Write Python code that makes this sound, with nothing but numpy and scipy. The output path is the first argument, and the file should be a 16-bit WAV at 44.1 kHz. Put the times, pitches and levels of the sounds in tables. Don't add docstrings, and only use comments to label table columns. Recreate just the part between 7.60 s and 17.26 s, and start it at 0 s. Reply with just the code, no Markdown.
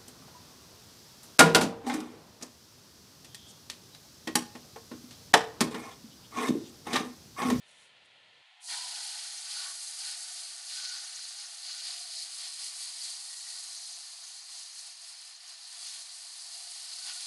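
import sys
import numpy as np
from scipy import signal
from scipy.fft import rfft, irfft
from scipy.io import wavfile

SR = 44100
rng = np.random.default_rng(int(sys.argv[2]) if len(sys.argv) > 2 else 0)


def transcribe(u):
    v = np.clip(np.atleast_2d(u).T, -1, 1)
    q = np.round(v * 32767).astype(np.int16)
    wavfile.write(sys.argv[1], SR, q)


N = 426006
T, HZ = np.arange(N) / SR, np.fft.rfftfreq(N, 1 / SR)

# (frequency [Hz], relative density [dB])
IMPACT_SPECTRUM = [(2500, -36), (3500, -15), (3950, -4.5), (4230, -1.5), (4700, -0.5), (5200, -2),
                   (5700, -12.5), (6450, -8.5), (7300, -19), (12000, -44)]
MIST_SPECTRUM = [(2500, -33.5), (4500, -9.5), (6000, -2), (7200, -1.5), (8600, 0.5), (10100, 0),
                 (10500, -2.5), (10900, -4), (11450, -11.5), (12000, -44.5)]
SIZZLE_SPECTRUM = [(4800, -31), (5700, -2.5), (6400, -1.5), (7000, -6.5), (8500, -30.5)]
SPLASH_SPECTRUM = [(900, -29.5), (1650, -12.5), (1800, -7.5), (2100, -1.5), (2600, 0), (3200, 4),
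                   (3650, 4.5), (4400, -7), (6400, -9.5), (9000, -30.5)]
DRUM_SPECTRUM = [(100, -25.5), (400, -9), (620, -1), (850, -2.5), (1050, -2.5), (1350, -8), (2100, -17),
                 (3000, -28.5)]
HUBCAP_SPECTRUM = [(600, -33), (900, 0), (1100, -4), (1450, -0.5), (1750, -1.5), (2100, -9.5), (3000, -29)]
# (frequency [Hz], width [Hz], gain [dB])
WHEEL_MODES = [(708, 78, 6), (819, 25, 9), (1146, 26, 8), (1497, 120, 7.5), (1540, 60, -3), (1815, 43, 7.5),
               (1923, 110, 5.5), (2310, 110, 2), (2927, 73, 5.5), (3023, 130, -6), (3117, 65, 4)]
# (time [s], impact level [dB], mist level [dB], splash level [dB])
SPRAY_DRIFT = [(1.1, -42.3, -44.5, -52), (1.57, -44, -45.5, -52), (1.78, -46.5, -46, -55.5),
               (2.3, -47, -44, -58.5), (2.8, -46.5, -46, -56.5), (3.0, -48.5, -48, -60),
               (3.45, -46.5, -48.5, -56.5), (3.98, -49.5, -50.5, -60), (4.5, -47.5, -48, -58.5),
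               (5.25, -47.5, -48, -58), (5.75, -48, -46.5, -61), (6.1, -45.5, -47, -62),
               (6.6, -50.5, -52, -64.5), (7.2, -49.5, -49, -63.5), (7.8, -51, -54, -63.5),
               (8.25, -48, -46.5, -56.5), (8.7, -49.5, -50.5, -64), (9.64, -44.5, -45.5, -55)]
# (time [s], duration [s], surge [dB], extra drumming on hollow metal [dB], extra mist [dB])
WHEEL_PASSES = [(1.141, 0.096, 1, 6.5, 2), (1.953, 0.14, 5, 0.5, 1), (2.057, 0.095, 3, 3, 1),
                (2.472, 0.15, 4.5, 2, 1), (3.133, .08, 6, 0.5, 3), (3.221, 0.092, 7, -0.5, 1),
                (3.333, 0.13, 5.5, -0.5, 1.5), (3.66, 0.085, 3, -4.5, 1), (3.818, 0.073, 3.5, 1, 1.5),
                (4.087, 0.093, 5, 2, 1.5), (4.166, 0.095, 5.5, -1.5, 1), (4.289, 0.13, 7, 1, 2.5),
                (4.394, 0.055, 3.5, -1, 2.5), (4.583, 0.13, 6, -5, 2), (4.76, 0.084, 2.5, -1.5, 2.5),
                (4.837, 0.086, 4.5, 2.5, 2), (4.936, 0.036, 3.5, -2, 1.5), (5.045, 0.11, 5.5, -3, 4.5),
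                (5.233, 0.14, 2.9, -0.5, 4.5), (5.473, 0.15, 5.5, -2, 3.5), (5.937, .12, 1.2, 1.5, 0),
                (6.97, 0.11, 2.3, 1, 0.7), (7.91, .06, 1, 3.5, 2.5), (8.282, 0.082, 5, -3, -0.5),
                (8.356, 0.061, 1, 2, 0), (8.938, 0.045, 2.5, -0.5, 2), (9.488, 0.061, 4.5, 5.5, 0.5)]
# (time [s], duration [s], dip [dB])
WELL_SLIPS = [(6.846, 0.077, -4), (7.112, .07, -4.5), (7.36, 0.083, -6.5), (7.567, 0.072, -4),
              (7.778, 0.086, -6.5), (8.01, 0.24, -5.5), (8.478, .08, -4.5)]
# (time [s], height on the wheel [0 at the ground to 1 at the top of the rim])
NOZZLE_HEIGHT = [(1.0, 0.18), (1.7, 0.74), (2.2, 0.5), (2.8, 0.57), (3.4, 0.99), (4.0, 1), (4.5, 0),
                 (5.2, 0.027), (6.1, 0.94), (7.0, 1), (7.8, 0.64), (8.4, 0.73), (9.1, 0.17), (9.6, 0.23)]
# (time [s], duration at half power [s], frequency [Hz], level [dB])
HOLLOW_NOTES = [(1.133, 0.055, 1870, -53), (1.21, 0.12, 978, -53.5), (1.304, 0.39, 732, -66.5),
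                (1.494, .5, 830, -64), (2.073, 0.082, 1120, -60), (2.016, 0.09, 1484, -56.5),
                (3.187, 0.056, 1500, -57), (3.308, 0.11, 1480, -55), (4.165, 0.076, 1480, -58.5),
                (4.43, 0.27, 704, -65.5), (5.8, 0.33, 1906, -65), (9.002, 0.13, 702, -67.5),
                (9.503, 0.12, 1460, -61)]
# (time [s], centre [Hz], depth [0-1])
WELL_HOLLOW = [(1.2, 1180, .92), (1.75, 1047, 0.67), (3.4, 1004, 1), (4.5, 930, .72), (5.3, 898, .3),
               (9.6, 907, 0.3)]
# (time [s], duration at half power [s], level [dB])
BUMP_EVENTS = [(1.16, .02, -68), (1.635, .025, -67), (2.116, 0.056, -72), (4.02, .02, -74),
               (4.485, .02, -67), (7.228, .018, -60), (7.8, 0.41, -69), (8.35, .2, -77)]
# (frequency [Hz], relative density [dB])
BUMP_SPECTRUM = [(30, -20), (80, -1), (130, 3), (220, -3), (400, -24)]
# (time [s], duration at half power [s], level [dB])
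RUSTLE_EVENTS = [(0.05, 0.078, -76), (0.107, 0.044, -69), (0.21, 0.086, -64.5), (0.458, .012, -70)]
# (frequency [Hz], relative density [dB])
RUSTLE_SPECTRUM = [(3000, -19), (5000, -3), (6500, -3), (10000, -1), (11200, -13), (12000, -30)]
# (frequency [Hz], relative density [dB])
YARD_SPECTRUM = [(25, -43), (55, -19), (110, -8), (310, -13.5), (560, -4), (720, -5), (1020, -5),
                 (1400, -5), (1900, -1.5), (2200, -2.5), (3200, 1), (4100, -5), (5500, -17.5),
                 (10000, -24.5), (12000, -41)]
# (frequency [Hz], width [Hz], gain [dB])
YARD_RIPPLE = [(1590, 160, -5.5), (1780, 31, 6.5)]
# (frequency [Hz], width [Hz], gain [dB])
PORT_RIPPLE = [(4220, 150, 4), (4610, 87, 3.5), (5405, 110, -9), (5600, 62, 2.5), (5910, 220, -2.5),
               (5870, 90, 3.5), (6050, 77, -2.5), (7300, 54, -4.5), (7660, 190, -2), (7850, 64, 1.5),
               (8100, 110, 1.5), (8800, 230, 0.7), (9550, 180, -1.7), (9950, 230, 2), (10150, 98, -5),
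               (10900, 90, 1.5)]
# (frequency [Hz], gain [dB])
WIND_FILTER = [(30, -18.5), (100, -25.5), (250, -29.5), (450, -25), (570, -19), (630, -8.5), (680, 0.5)]

OPEN_S, OPEN_TIME = 1, 0.098
LAND_S, LAND_TIME = 1.075, 0.02
PASS_EDGE = 3.6
SPLASH_SURGE, DRUM_SURGE, HUBCAP_SURGE = 1.0, .25, .65
SPLASH_HOLLOW = 0.72
IMPACT_SLIP, SPLASH_SLIP, DRUM_SLIP = 0.38, 1, 0.63
DRUM_FOLLOW, DRUM_DB = 0.51, -35
HUBCAP_FOLLOW, HUBCAP_DB = .75, -19
HUBCAP_DULLS_S, HUBCAP_DULL_TIME, HUBCAP_DULL_DB = 3.7, 0.74, -5
RIM_DB, RIM_RISE_DB = -21, 14.5
NOTE_WIDTH_HZ = 76
YARD_DB = -60.5
WIND_CUT_S = 0.82
EDGE_HZ = 11900


def spray():
    impact_db, mist_db, splash_db, drum_db, hubcap_db = sweep()
    height = curves(NOZZLE_HEIGHT)[0]
    sizzle_db = impact_db + RIM_DB + RIM_RISE_DB * height
    sputter = flutter(5.7, 70)
    wheel_db = ripple(WHEEL_MODES)

    def shower(clicks, colour_db, level_db, sputter_db, patchy_db):
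        uneven = gain_of(sputter_db * sputter + patchy_db * flutter(2.5, 46))
        return gain_of(level_db) * evened(coloured(clicks * uneven, colour_db))

    impact = shower(drops(4000, 3.0, 1.2), read(IMPACT_SPECTRUM), impact_db - .13,
                    sputter_db=0.34, patchy_db=0.67)
    sizzle = shower(drops(5500, 2.0, 1.1), read(SIZZLE_SPECTRUM), sizzle_db,
                    sputter_db=-1.8, patchy_db=4.0)
    mist = shower(drops(5000, 4.0, 1.4), read(MIST_SPECTRUM), mist_db + 0.75,
                  sputter_db=0.57, patchy_db=0.61)
    splash = shower(drops(3000, 3.1, 1.1), read(SPLASH_SPECTRUM) + wheel_db, splash_db + 2.0,
                    sputter_db=0.6, patchy_db=0.87)
    drum = shower(drops(1200, 2.5, .9), read(DRUM_SPECTRUM) + wheel_db, drum_db,
                  sputter_db=-0.5, patchy_db=1.2)
    hubcap = shower(drops(1500, 3.1, 0.76), read(HUBCAP_SPECTRUM) + wheel_db, hubcap_db,
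                    sputter_db=-0.8, patchy_db=1.8)
    valve = ramp(OPEN_S, OPEN_TIME)
    landed = ramp(LAND_S, LAND_TIME)
    return valve * mist + valve ** 2 * (impact + sizzle) + landed * (splash + drum + hubcap)


def sweep():
    impact, mist, splash = curves(SPRAY_DRIFT)
    on_wheel = np.array([2 ** -np.minimum(abs(2 * (T - s) / duration), 10) ** PASS_EDGE
                         for s, duration, *_ in WHEEL_PASSES])
    surge, hollow, misty = np.transpose(WHEEL_PASSES)[2:] @ on_wheel
    dip = sum(db * bell(T, s, duration) for s, duration, db in WELL_SLIPS)
    low = hollow + DRUM_SLIP * dip
    dulled = HUBCAP_DULL_DB * ramp(HUBCAP_DULLS_S, HUBCAP_DULL_TIME)
    return (impact + surge + IMPACT_SLIP * dip,
            mist + misty + dip,
            splash + SPLASH_SURGE * surge + SPLASH_HOLLOW * hollow + SPLASH_SLIP * dip,
            DRUM_DB + DRUM_FOLLOW * splash + DRUM_SURGE * surge + low,
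            HUBCAP_DB + HUBCAP_FOLLOW * splash + HUBCAP_SURGE * surge + low + dulled)


def wheel_notes():
    notes = np.zeros(N)
    r = np.exp(-np.pi * NOTE_WIDTH_HZ / SR)
    for s, duration, hz, db in HOLLOW_NOTES:
        turn = np.exp(2j * np.pi * hz / SR)
        ring = signal.lfilter([1], [1, -r * turn], rng.standard_normal(N))
        ring = signal.lfilter([1], [1, -r ** 2 * turn], ring).real
        notes += gain_of(db) * np.sqrt(bell(T, s, duration)) * evened(ring)
    return notes


def well_echo(x):
    hollow_hz, depth = curves(WELL_HOLLOW)
    return x - np.clip(depth, 0, 1) * resonate(x, hollow_hz, width=150)


def bumps():
    return swells(BUMP_EVENTS) * evened(coloured(rng.standard_normal(N), read(BUMP_SPECTRUM)))


def rustles():
    return swells(RUSTLE_EVENTS) * evened(coloured(drops(1500, 2.4, 0.93), read(RUSTLE_SPECTRUM)))


def yard():
    colour_db = read(YARD_SPECTRUM) + ripple(YARD_RIPPLE)
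    wash = evened(coloured(rng.standard_normal(N), colour_db))
    return gain_of(YARD_DB + 0.5 * flutter(3, 25)) * wash


def drops(per_s, spread_db, blur):
    size_db = spread_db * np.minimum(rng.exponential(1, N), 4.5)
    size = gain_of(size_db) * rng.choice([-1, 1], N)
    clicks = size * (rng.random(N) < per_s / SR)
    return evened(clicks) + blur * rng.standard_normal(N)


def flutter(low_hz, high_hz):
    shape = HZ / (HZ + low_hz) / np.sqrt(HZ + low_hz) / (1 + (HZ / high_hz) ** 2)
    return evened(irfft(rfft(rng.standard_normal(N)) * shape, N))


def swells(events):
    return sum(gain_of(db) * np.sqrt(bell(T, s, duration)) for s, duration, db in events)


def resonate(x, hz, width):
    turn = np.exp(2j * np.pi * np.cumsum(hz) / SR)
    r = np.exp(-np.pi * width / SR)
    smooth = signal.lfilter([1 - r], [1, -r], x / turn + 1e-18)
    return 2 * (turn * smooth).real


def coloured(x, db):
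    return irfft(rfft(x) * gain_of(db), N)


def read(points):
    f, db = np.transpose(points)
    return np.interp(np.log(HZ + 1), np.log(f + 1), db)


def ripple(rows):
    return sum(db * bell(HZ, hz, width) for hz, width, db in rows)


def curves(rows):
    s, *columns = np.transpose(rows)
    return [np.interp(T, s, c) for c in columns]


def bell(x, centre, width):
    return 2 ** -np.minimum((2 * (x - centre) / width) ** 2, 100)


def ramp(start, duration):
    return np.clip((T - start) / duration, 0, 1)


def gain_of(db):
    return 10 ** (np.asarray(db) / 20)


def evened(x):
    return x / np.sqrt(np.mean(x ** 2) + 1e-20)


def scene():
    echoed = well_echo(spray() + yard())
    mono = echoed + wheel_notes() + rustles() + bumps()
    return np.tile(mono, (2, 1))


def record(dry):
    heard = coloured(dry, ripple(PORT_RIPPLE))
    switched = np.clip((T - WIND_CUT_S) / .01 + .5, 0, 1)
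    heard = (1 - switched) * heard + switched * coloured(heard, read(WIND_FILTER))
    band_limit = signal.firwin(511, EDGE_HZ, window=("kaiser", 9), fs=SR)
    return signal.oaconvolve(heard, band_limit[None], "same")


dry = scene()
out = record(dry)
transcribe(out)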